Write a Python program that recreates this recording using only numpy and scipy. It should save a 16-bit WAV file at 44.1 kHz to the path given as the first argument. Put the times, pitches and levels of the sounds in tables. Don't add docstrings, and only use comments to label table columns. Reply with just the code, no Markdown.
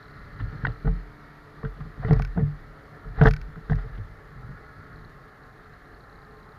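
import sys
import numpy as np
from scipy import signal
from scipy.fft import rfft, irfft
from scipy.io import wavfile
from scipy.ndimage import uniform_filter1d

SR = 44100
rng = np.random.default_rng(int(sys.argv[2]) if len(sys.argv) > 2 else 0)


def file_out(sig):
    cols = np.atleast_2d(sig).T
    lim = np.clip(cols, -1, 1)
    pcm = np.round(lim * 32767).astype(np.int16)
    wavfile.write(sys.argv[1], SR, pcm)


def boost_factor(decibels):
    exponent = np.asarray(decibels, float) / 20
    return 10 ** exponent


N = 290206

# start_s, boom_peak_db, boom_hz, sway_rel_db, bracket_rel_db
HARD_RAPS = [(.534, -31, 140.4, -10.5, -35), (.636, -22.5, 128, -18, -16.5), (.679, -23.5, 117.4, -16, -19),
             (1.639, -23.5, 137, -8.5, -8.5), (1.853, -34.5, 149, -19, -16),
             (2.047, -20.5, 116, -18.5, -9.5), (2.108, -9.5, 143.3, -18, -12),
             (2.374, -23.5, 184.5, -12.5, -14), (3.211, -8.5, 147, -17.5, -12.5),
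             (3.254, -10.5, 132, -3, -4.5), (3.564, -34, 156, -18, -13), (4.36, -38, 124, -8, -32),
             (4.49, -31.5, 137, -13, -19)]
SOFT_THUDS = [(.403, -29, 96.7, -11, -39), (.846, -22.5, 141.8, -1, -12), (1.795, -34, 146, -3, -33),
              (1.979, -35.5, 138, -3, -27), (2.084, -23, 157.3, -7, -31), (2.197, -27.5, 136.3, -20, -15),
              (2.361, -24, 166, -16, -21), (3.052, -39, 149.7, 5, -4.5), (2.387, -36, 165, -15, 8),
              (3.47, -44.5, 153, -5, -14), (3.697, -19.5, 148.8, -4, -12.5), (3.734, -29.5, 103, 8.5, -33),
              (3.841, -36.5, 124.5, -22, -9), (3.917, -51.5, 142, 17.5, -15), (3.983, -32.5, 101, -13, -21)]
SLOW_SHOVES = [
    (.424, -33, 108.3, -1, -38),
    (.868, -28.5, 172.8, 3, -1.5),
    (2.149, -26.5, 124.2, 8.5, -24),
    (2.409, -20.5, 145.2, -11, -44),
    (3.086, -42.5, 113, -12, -26),
    (3.289, -26.5, 148.8, 5, -4),
    (4.422, -42.5, 120, 2, -24),
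    (3.177, -27.5, 90, 2.5, -6),
    (2.47, -35, 147, -25, -30),
]
# pitch_ratio, level_db, t60_ratio
BOOM_PARTIALS = [(1, 3, 0.65), (.73, -3.5, 0.7), (1.33, -9, 0.35), (1.4, -12.5, 0.46), (1.8, -14, 0.22),
                 (0.495, 2, 0.28)]
# start_s, peak_db, pitch_hz,
# t60_s
CLIP_KNOCKS = [(.409, -39, 270, .05), (.667, -31, 300, .04), (.872, -29, 260, .05), (1.8, -38, 240, .05),
               (2.163, -36, 270, .05), (2.388, -30, 270, .05), (3.245, -20, 280, .05),
               (3.256, -18, 260, .05), (3.781, -43, 280, .05), (3.972, -47, 280, .05),
               (1.628, -38, 441, .1), (2.19, -37, 441, .07), (2.372, -35, 441, .1), (3.209, -22, 441, .08),
               (3.2165, -9, 131, .05), (2.197, -26, 190, .05), (.868, -36, 700, .05), (5.9, -54, 436, .15),
               (6.34, -56, 436, .15), (6.5, -54, 436, .15)]
# pitch_hz, width_hz, level_db
FOAM_MODES = [(217, 60, 3.5), (340, 190, -13.5), (580, 156, -9.5)]

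# start_s, peak_db, struck_spot_hz, panel_rel_db, edge_rel_db
SNAPS = [(0.4093, -42, 1250, -20, -3), (0.649, -14, 1500, -28, -30), (0.6512, -17, 1900, -24, -22),
         (0.6675, -22, 1800, -5, -6), (.6814, -35, 1360, -12, -30), (3.256, -8, 1564, -8.5, -29),
         (1.6302, -31, 1110, -8, -37), (2.1078, -21.5, 1900, 1, -18.5), (2.1644, -42, 1140, 7, -15),
         (2.1953, -25, 1150, -1, -30), (3.2123, -13, 1600, -6, -20), (3.2692, -12, 1400, -8, -12),
         (3.2778, -17, 1800, -9, -18), (3.2828, -24, 1950, -4, -14), (3.2515, -17, 1200, -12, -20),
         (3.262, -16, 1100, -6, -20), (3.557, -35, 1440, -19, -35), (3.6972, -23.5, 1533, -13, -18),
         (3.7185, -31, 1700, 4, -16), (3.7297, -27, 1750, -25, -21), (2.3754, -31.5, 1600, 2, -24),
         (2.0472, -24, 1920, -17, -33), (3.2718, -16, 1800, -10, -12), (3.2215, -22, 1300, 3, -20)]
SCRAPES = [(0.3949, -30, 1800, -33, -18), (0.6945, -39, 1160, -4, -16), (1.6453, -30, 1460, -34, -21),
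           (1.7998, -35.5, 1290, -15, -27), (2.0228, -40, 1730, 7.5, -28), (2.078, -33.5, 1170, 1.5, -11),
           (2.1244, -27, 1050, -2.5, -29), (2.3614, -46, 1225, 8, -26), (2.3894, -38.5, 1310, -3, -25),
           (3.0355, -43.5, 1380, -5, -19), (3.1835, -36, 1350, 2.5, -23), (3.2274, -26, 1580, 7, -15),
           (3.246, -24, 1490, -10, -16), (.868, -29, 1500, -2, -34), (0.848, -36, 1420, -19, -32),
           (2.372, -35, 1650, 6, -23), (3.782, -37.5, 1390, -4.5, -18), (3.948, -44.5, 1670, -27, -7.5),
           (3.973, -47.5, 1680, -20, -2.5), (3.217, -36, 1200, 5, -3), (3.259, -30, 1100, 5, -3),
           (3.275, -32, 1100, 8, -4), (2.092, -42, 1500, 0, -8), (3.703, -41, 1700, 0, -10),
           (3.19, -36, 1400, 4, -20)]
# pitch_hz, width_hz, level_db
SHELL_MODES = [(1230, 590, -2.5), (1660, 384, -2.5), (1920, 233, -1)]
PANEL_MODES = [(576, 340, 7), (732, 120, 23.5), (885, 62, -23)]
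EDGE_MODES = [(2650, 700, 22), (3600, 700, 23), (4700, 600, 17)]

# start_s, peak_db, body_rel_db
LATCH_TICKS = [(2.1321, -37, 14), (2.164, -51.5, 15), (2.1938, -43, 20), (2.2215, -36.5, 21),
               (2.2494, -39, 20.5), (2.275, -52, 18), (3.2149, -46.5, 32.5), (3.237, -36.5, 7.5),
               (3.248, -46, 0), (3.261, -34, 5), (3.2695, -43, 15), (3.2854, -34, 12), (3.3004, -56, -2),
               (3.3103, -32, 19), (3.3367, -35.5, 21), (3.3648, -40.5, 18.5), (3.415, -45, 19.5),
               (3.71, -50.5, 7), (3.723, -52, 5), (3.7558, -49.5, 17)]
# delay_s, level_db
BOUNCES = [
    (0, 7.5),
    (.0018, -3),
    (.0045, -8),
]
# pitch_hz, level_db, t60_s
LATCH_BODY = [(1530, -10, 0.03), (1720, -9, .012), (1950, -5, .01), (2270, -7, 0.011), (2490, 0, 0.0045),
              (3050, -9, .005)]
LATCH_THIN = [(3200, -13, 0.0048), (4110, -1, 0.0056), (4600, 3.5, 0.0072), (5170, 3.5, 0.0078),
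              (5820, -6, 0.009), (6380, -9, 0.0093), (9870, -6, 0.0062), (11200, -24, .005),
              (12500, -11.5, .005), (14100, -13.5, .005), (15200, -17, .005)]

# time_s, firings_so_far
FIRINGS = [(-.03, -1), (.582, 21), (1.288, 47), (2.6, 95.4), (3.6, 131.6), (4.3, 156.4), (4.927, 178),
           (5.434, 195), (6.005, 214), (6.61, 234)]
# time_s, level_db
THROTTLE = [(0, -2.5), (.4, -4.5), (.9, 2.5), (1.4, -1.5), (2.6, -2), (3.1, -0.5), (3.6, -6), (4.3, -7),
            (4.93, -5.5), (5.1, -9), (5.9, -7.5), (6.1, -16), (6.58, -15)]
# multiple_of_firing_rate, level_db
LOW_ORDERS = [(4, 3.5), (6, -4.5), (8, 0.5), (11, -15), (16, -13)]
# pitch_hz, level_db
RASP_COLOUR = [(250, -8.5), (600, -1.5), (800, -4), (1330, -2.5), (1550, -14), (1750, -1.5), (2050, -9.5),
               (2300, -11)]
# pitch_hz, width_hz, level_db
VALVE_MODES = [(3950, 130, 9.5), (4160, 110, 9), (4400, 140, 7.5)]
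# start_s, length_s, tick_db
CLEAR_PATHS = [
    (-.3, .62, -69),
    (.3, .14, -73),
    (.5, .42, -69),
    (.9, .12, -72),
]
# start_s, peak_db
LONE_TICKS = [(4.9262, -58), (4.9601, -57), (4.9861, -57), (5.0155, -61), (5.0444, -53), (5.4331, -60),
              (5.6436, -61), (5.7339, -56), (5.8526, -63), (5.9434, -58), (6.0043, -57), (6.0337, -61),
              (6.095, -58), (6.125, -58), (6.1559, -59), (6.1853, -60), (6.2153, -59), (6.2467, -59),
              (6.3076, -59), (6.3684, -58), (6.3974, -59), (6.4268, -58), (6.4887, -59), (6.5181, -59)]
# multiple_of_firing_rate, start_s, length_s, level_db
GEARS = [(32, -.2, .8, -66), (32, 1.4, 1, -67), (32, 3.9, 1.6, -65), (32, 5.1, 2, -67), (24, 5.6, 1.4, -67),
         (25, .7, 1.1, -67), (18, 4.5, .7, -69), (11, 0, 1.1, -66), (40, 4.3, 1, -69), (22, 5.3, .7, -65)]

# time_s, level_over_calm_db
WIND = [(0, 2), (.2, 7.5), (.5, 9.5), (1.1, 0.5), (1.45, -2.5), (1.8, 4.5), (2.3, 4), (2.8, 1), (3.6, 2.5),
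        (3.9, 2.5), (4.2, 3), (4.5, 6), (4.75, 0.5), (4.97, 8.5), (5.3, -3.5), (5.6, -2.5), (6.2, 1),
        (6.58, -0.5)]
# pitch_hz, width_hz, level_db
ROCKING_MODES = [(23.3, 23, -5), (35.5, 9.9, -4), (44.7, 7.4, -1.5), (67, 20, -14)]
DRUMMING_MODES = [(101, 19, 0), (148.8, 19, -1), (199, 82, -13)]
# pitch_hz, level_db
SPRAY_COLOUR = [(180, 0.5), (360, 0), (950, -10), (1150, -3), (1500, -9.5), (2050, -8.5), (2350, -16.5),
                (2900, -35.5)]
FIZZ_COLOUR = [(1800, -15.5), (2400, -3.5), (3300, -5), (4300, -2), (5000, -7.5), (6500, -22.5),
               (7800, -25), (9000, -43)]
# pitch_hz, width_hz, level_over_spray_db
CASE_PEAKS = [(432.4, 48, 12), (755, 300, 6), (1341, 273, 10), (1730, 520, 12)]
# start_s, length_s, level_over_spray_db
WIPES = [
    (.45, 0.3, 2.5),
    (1.98, 0.27, 8),
    (3.14, 0.16, 10.5),
    (3.69, 0.22, 3),
    (3.92, 0.086, -1),
]
# start_s, length_s, level_db
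HEAD_TURNS = [
    (-.15, 1.16, -52.5),
    (4.2, 1.02, -54.5),
]
# pitch_hz, width_hz, level_db
VISOR_TONES = [(1130, 30, -12), (1290, 66, -2.5), (1360, 35, -4.5), (1440, 20, -1.5), (1680, 28, -4),
               (1840, 19, -7.5), (2000, 75, -6.5), (4400, 450, -18)]
# pitch_hz, level_db_per_hz
HISS_COLOUR = [(3240, -31), (5500, -5.5), (6900, -5), (7890, -12.5), (9150, -8), (12400, -7), (13600, -12),
               (15600, -10)]
# pitch_hz, rms_db
ELECTRONICS = [(12947, -101), (13028, -93), (13108, -109.5)]


def knocks():
    out, t = np.zeros(N), np.arange(SR // 2) / SR
    sway = ring(t, 43, t60=0.46, rise=0.0055)
    bracket = ring(t, 441, t60=0.14, rise=0.0088)
    fade = np.cos(np.pi * t)
    onset = 1 - np.exp(-t / .0025)
    for s, db, hz, sway_db, bracket_db, (t60, rise) in blows():
        boom = sum(boost_factor(d) * ring(t, hz * ratio, t60 * t60_ratio, rise) for ratio, d, t60_ratio in BOOM_PARTIALS)
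        motion = onset * boom + boost_factor(sway_db) * sway + boost_factor(bracket_db) * bracket
        add(out, s, -boost_factor(db + 6.2) * fade * motion)
    for s, db, hz, t60 in CLIP_KNOCKS:
        add(out, s, -boost_factor(db + 4) * ring(t[:6000], hz, t60, .003))
    return out


def blows():
    kinds = (HARD_RAPS, (0.17, .005)), (SOFT_THUDS, (0.31, .006)), (SLOW_SHOVES, (0.44, .012))  # (t60 s, rise s)
    return [(*row, decay) for rows, decay in kinds for row in rows]


def cracks():
    out, t = np.zeros(N), np.arange(4096) / SR
    snap_force, scrape_force = (0.019, 0.0008, 19), (0.06, 0.0022, 11)  # (t60 s, rise s, click dB)
    rows = [(*row, *snap_force) for row in SNAPS] + [(*row, *scrape_force) for row in SCRAPES]
    for s, db, hz, panel_db, edge_db, t60, rise, click_db in rows:
        scrape, grit = rng.standard_normal((2, len(t)))
        onset = 1 - np.exp(-t / rise)
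        force = scrape * boost_factor(3.7 * grit - 60 * t / t60) * onset
        force[30] -= boost_factor(click_db)
        struck_spot = (hz, 170, 8)
        crack = 0
        for modes, part_db in (([*SHELL_MODES, struck_spot], 0), (PANEL_MODES, panel_db), (EDGE_MODES, edge_db - .8)):
            part = onset ** 2 * resonate(force, modes)
            crack = crack + boost_factor(part_db) * part / abs(part).max()
        add(out, s, boost_factor(db - 1) * crack)
    return signal.sosfilt(signal.butter(4, 4600, fs=SR, output="sos"), out)


def latch():
    out, t = np.zeros(N), np.arange(2048) / SR
    body = sum(boost_factor(d) * ring(t, hz, t60, 0.00094) for hz, d, t60 in LATCH_BODY)
    for s, db, body_db in LATCH_TICKS:
        for delay, bounce_db in BOUNCES:
            late, *spread = rng.standard_normal(len(LATCH_THIN) + 1)
            thin = sum(boost_factor(d + 0.73 * e) * ring(t, hz * (1 + 0.0076 * e), t60, .0001)
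                       for (hz, d, t60), e in zip(LATCH_THIN, spread))
            strike = boost_factor(db + bounce_db - 10.5) * (thin + boost_factor(body_db) * body)
            add(out, s + delay * (1 + 0.28 * late), strike)
    return out


def padding():
    out, t = np.zeros(N), np.arange(3000) / SR
    t60, rise = 0.085, 0.0051
    for s, db, *_ in blows():
        puff = evened(resonate(rng.standard_normal(len(t)), FOAM_MODES))
        add(out, s, boost_factor(db - 9 - 60 * t / t60) * (1 - np.exp(-t / rise)) * puff)
    return out


def engine():
    count = curve(FIRINGS)
    turns = count[0] + np.cumsum(uniform_filter1d(np.gradient(count), size=6000))
    throttle_db = curve(THROTTLE)
    hum = sum(boost_factor(db) * np.sqrt(2) * np.sin(2 * np.pi * k * turns) for k, db in LOW_ORDERS)
    whine = sum(humps([row], .5) * np.sqrt(2) * np.sin(2 * np.pi * k * turns) for k, *row in GEARS)
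    exhaust = boost_factor(-60 + throttle_db) * hum + boost_factor(-57.5 + 0.1 * throttle_db) * rasp(turns)
    return whine + valves(turns) + exhaust


def valves(turns):
    firing = np.floor(turns).astype(int)
    strength = boost_factor(1.8 * rng.standard_normal(400))[firing]
    since = turns % 1
    seat = np.diff(np.floor(turns - .03), prepend=0) > 0
    leak = since / .06 * np.exp(-since / .06) * rng.standard_normal(N)
    ticks = evened(resonate(strength * (boost_factor(18.5) * seat + leak), VALVE_MODES))
    lone = np.zeros(400)
    for s, db in LONE_TICKS:
        lone[round(turns[round(s * SR)] - .1)] = boost_factor(db - 14.5)
    heard = boost_factor(-82) + humps(CLEAR_PATHS, 0.83) + lone[firing] / strength
    return heard * ticks


def rasp(turns):
    coarse, orders = turns[::8], np.arange(7, 66)
    at = np.arange(len(coarse))
    steps = at[::32]
    waver = evened(uniform_filter1d(rng.standard_normal((len(steps), len(orders), 2)), size=70, axis=0))
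    colour = np.interp(orders * 35, *np.transpose(RASP_COLOUR))
    comb = np.zeros(len(coarse))
    for i, (k, db) in enumerate(zip(orders, colour)):
        level = np.interp(at, steps, boost_factor(db + 4.2 * waver[:, i, 0]))
        phase = np.interp(at, steps, 2 * waver[:, i, 1])
        comb += level * np.sin(2 * np.pi * k * coarse + phase)
    return evened(signal.resample_poly(comb, 8, 1)[:N])


def ride():
    wind = curve(WIND)
    lumps = boost_factor(2 * evened(uniform_filter1d(rng.standard_normal(N), size=2000)))
    rocking = evened(resonate(rng.standard_normal(N), ROCKING_MODES))
    drumming = evened(resonate(lumps * rng.standard_normal(N), DRUMMING_MODES))
    spray = wash(SPRAY_COLOUR, CASE_PEAKS, patchy_db=1.25, flicker_db=0.65)
    fizz = wash(FIZZ_COLOUR, patchy_db=1.2, flicker_db=0.8)
    wipe = humps(WIPES, 0.76)
    fizz_sag_db = -0.6 * (np.arange(N) / SR - 4)
    out = rocking * np.hypot(boost_factor(-53 + .6 * wind), shaken(-24.5, t60=1))
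    out += drumming * np.hypot(boost_factor(-54 + .9 * wind), shaken(-15.5, t60=0.11))
    out += spray * boost_factor(-52.5 + 0.073 * wind) * np.hypot(1, wipe)
    out += fizz * boost_factor(-69 + 0.075 * wind + fizz_sag_db) * np.hypot(1, boost_factor(-3.5) * wipe)
    return out


def shaken(db, t60):
    kicks = np.zeros(N)
    for s, boom_db, *_ in blows():
        add(kicks, s + 0.01, boost_factor([boom_db + db]))
    return uniform_filter1d(signal.lfilter([1], [1, -boost_factor(-60 / (t60 * SR))], kicks), size=1500)


def visor():
    t, out = np.arange(N) / SR, np.zeros(N)
    first, second = HEAD_TURNS[0][0], HEAD_TURNS[1][0]
    since = t - np.where(t < second, first, second)
    glide = np.cumsum(np.maximum(1.03 - .06 * since, .9)) / SR
    for hz, width, db in VISOR_TONES:
        keep = np.exp(-np.pi * width / SR)
        a, b = signal.lfilter([1], [1, -2 * keep, keep ** 2], rng.standard_normal((2, N)))
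        phase = 2 * np.pi * hz * glide
        out += boost_factor(db) * evened(a * np.cos(phase) + b * np.sin(phase))
    return humps(HEAD_TURNS, 1.3) * evened(out)


def wash(colour_table, peaks=(), patchy_db=1.5, flicker_db=1.):
    frames = N // 128 + 5
    a, b, patches = rng.standard_normal((3, 257, frames))
    patches = evened(uniform_filter1d(uniform_filter1d(patches, size=5, axis=0), size=20, axis=1))
    flicker = evened(uniform_filter1d(rng.standard_normal(frames), size=4))
    spectra = (a + 1j * b) * boost_factor(patchy_db * patches + flicker_db * flicker)
    x = signal.istft(spectra, nperseg=512, noverlap=384)[1][:N]
    f = np.fft.rfftfreq(N, 1 / SR)
    at, level = np.transpose(colour_table)
    colour = np.interp(np.log(f + 1), np.log(at), level, left=-90, right=-90)
    for hz, width, db in peaks:
        colour += db / (1 + (2 * (f - hz) / width) ** 2)
    return evened(irfft(rfft(x) * boost_factor(colour), N))


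def resonate(x, modes):
    out = np.zeros(len(x))
    for k, (hz, width, db) in enumerate(modes):
        b, a = signal.iirpeak(hz, hz / (1.73 * width), SR)
        out += (-1) ** k * boost_factor(db) * signal.lfilter(b, a, signal.lfilter(b, a, x))
    return out


def ring(t, hz, t60, rise):
    return (1 - np.exp(-t / rise)) * boost_factor(-60 * t / t60) * np.sin(2 * np.pi * hz * t)


def humps(rows, power):
    t = np.arange(N) / SR
    return sum(boost_factor(db) * np.sin(np.pi * np.clip((t - s) / length, 0, 1)) ** power for s, length, db in rows)


def curve(table):
    return np.interp(np.arange(N) / SR, *np.transpose(table))


def evened(x):
    return x / np.sqrt(np.mean(x ** 2) + 1e-20)


def add(mix, s, sound):
    part = mix[round(s * SR):][:len(sound)]
    part += sound[:len(part)]


def scene():
    mix = knocks() + cracks() + latch() + padding() + engine() + ride() + visor()
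    b, a = signal.iirnotch(8100, 8100 / 4400, SR)
    return signal.lfilter(b, a, mix)[None]


def top_cut(x):
    return signal.sosfilt(signal.butter(12, 15710, fs=SR, output="sos"), x)


def record(dry):
    t = np.arange(N) / SR
    whine = sum(boost_factor(db) * np.sqrt(2) * np.sin(2 * np.pi * hz * t) for hz, db in ELECTRONICS)
    hiss = boost_factor(-77.5) * wash(HISS_COLOUR, patchy_db=0.5, flicker_db=0.65)
    dry = signal.sosfilt(signal.butter(2, 24.3, "high", fs=SR, output="sos"), dry)
    return top_cut(dry + hiss + whine)


dry = scene()
out = record(dry)
file_out(out)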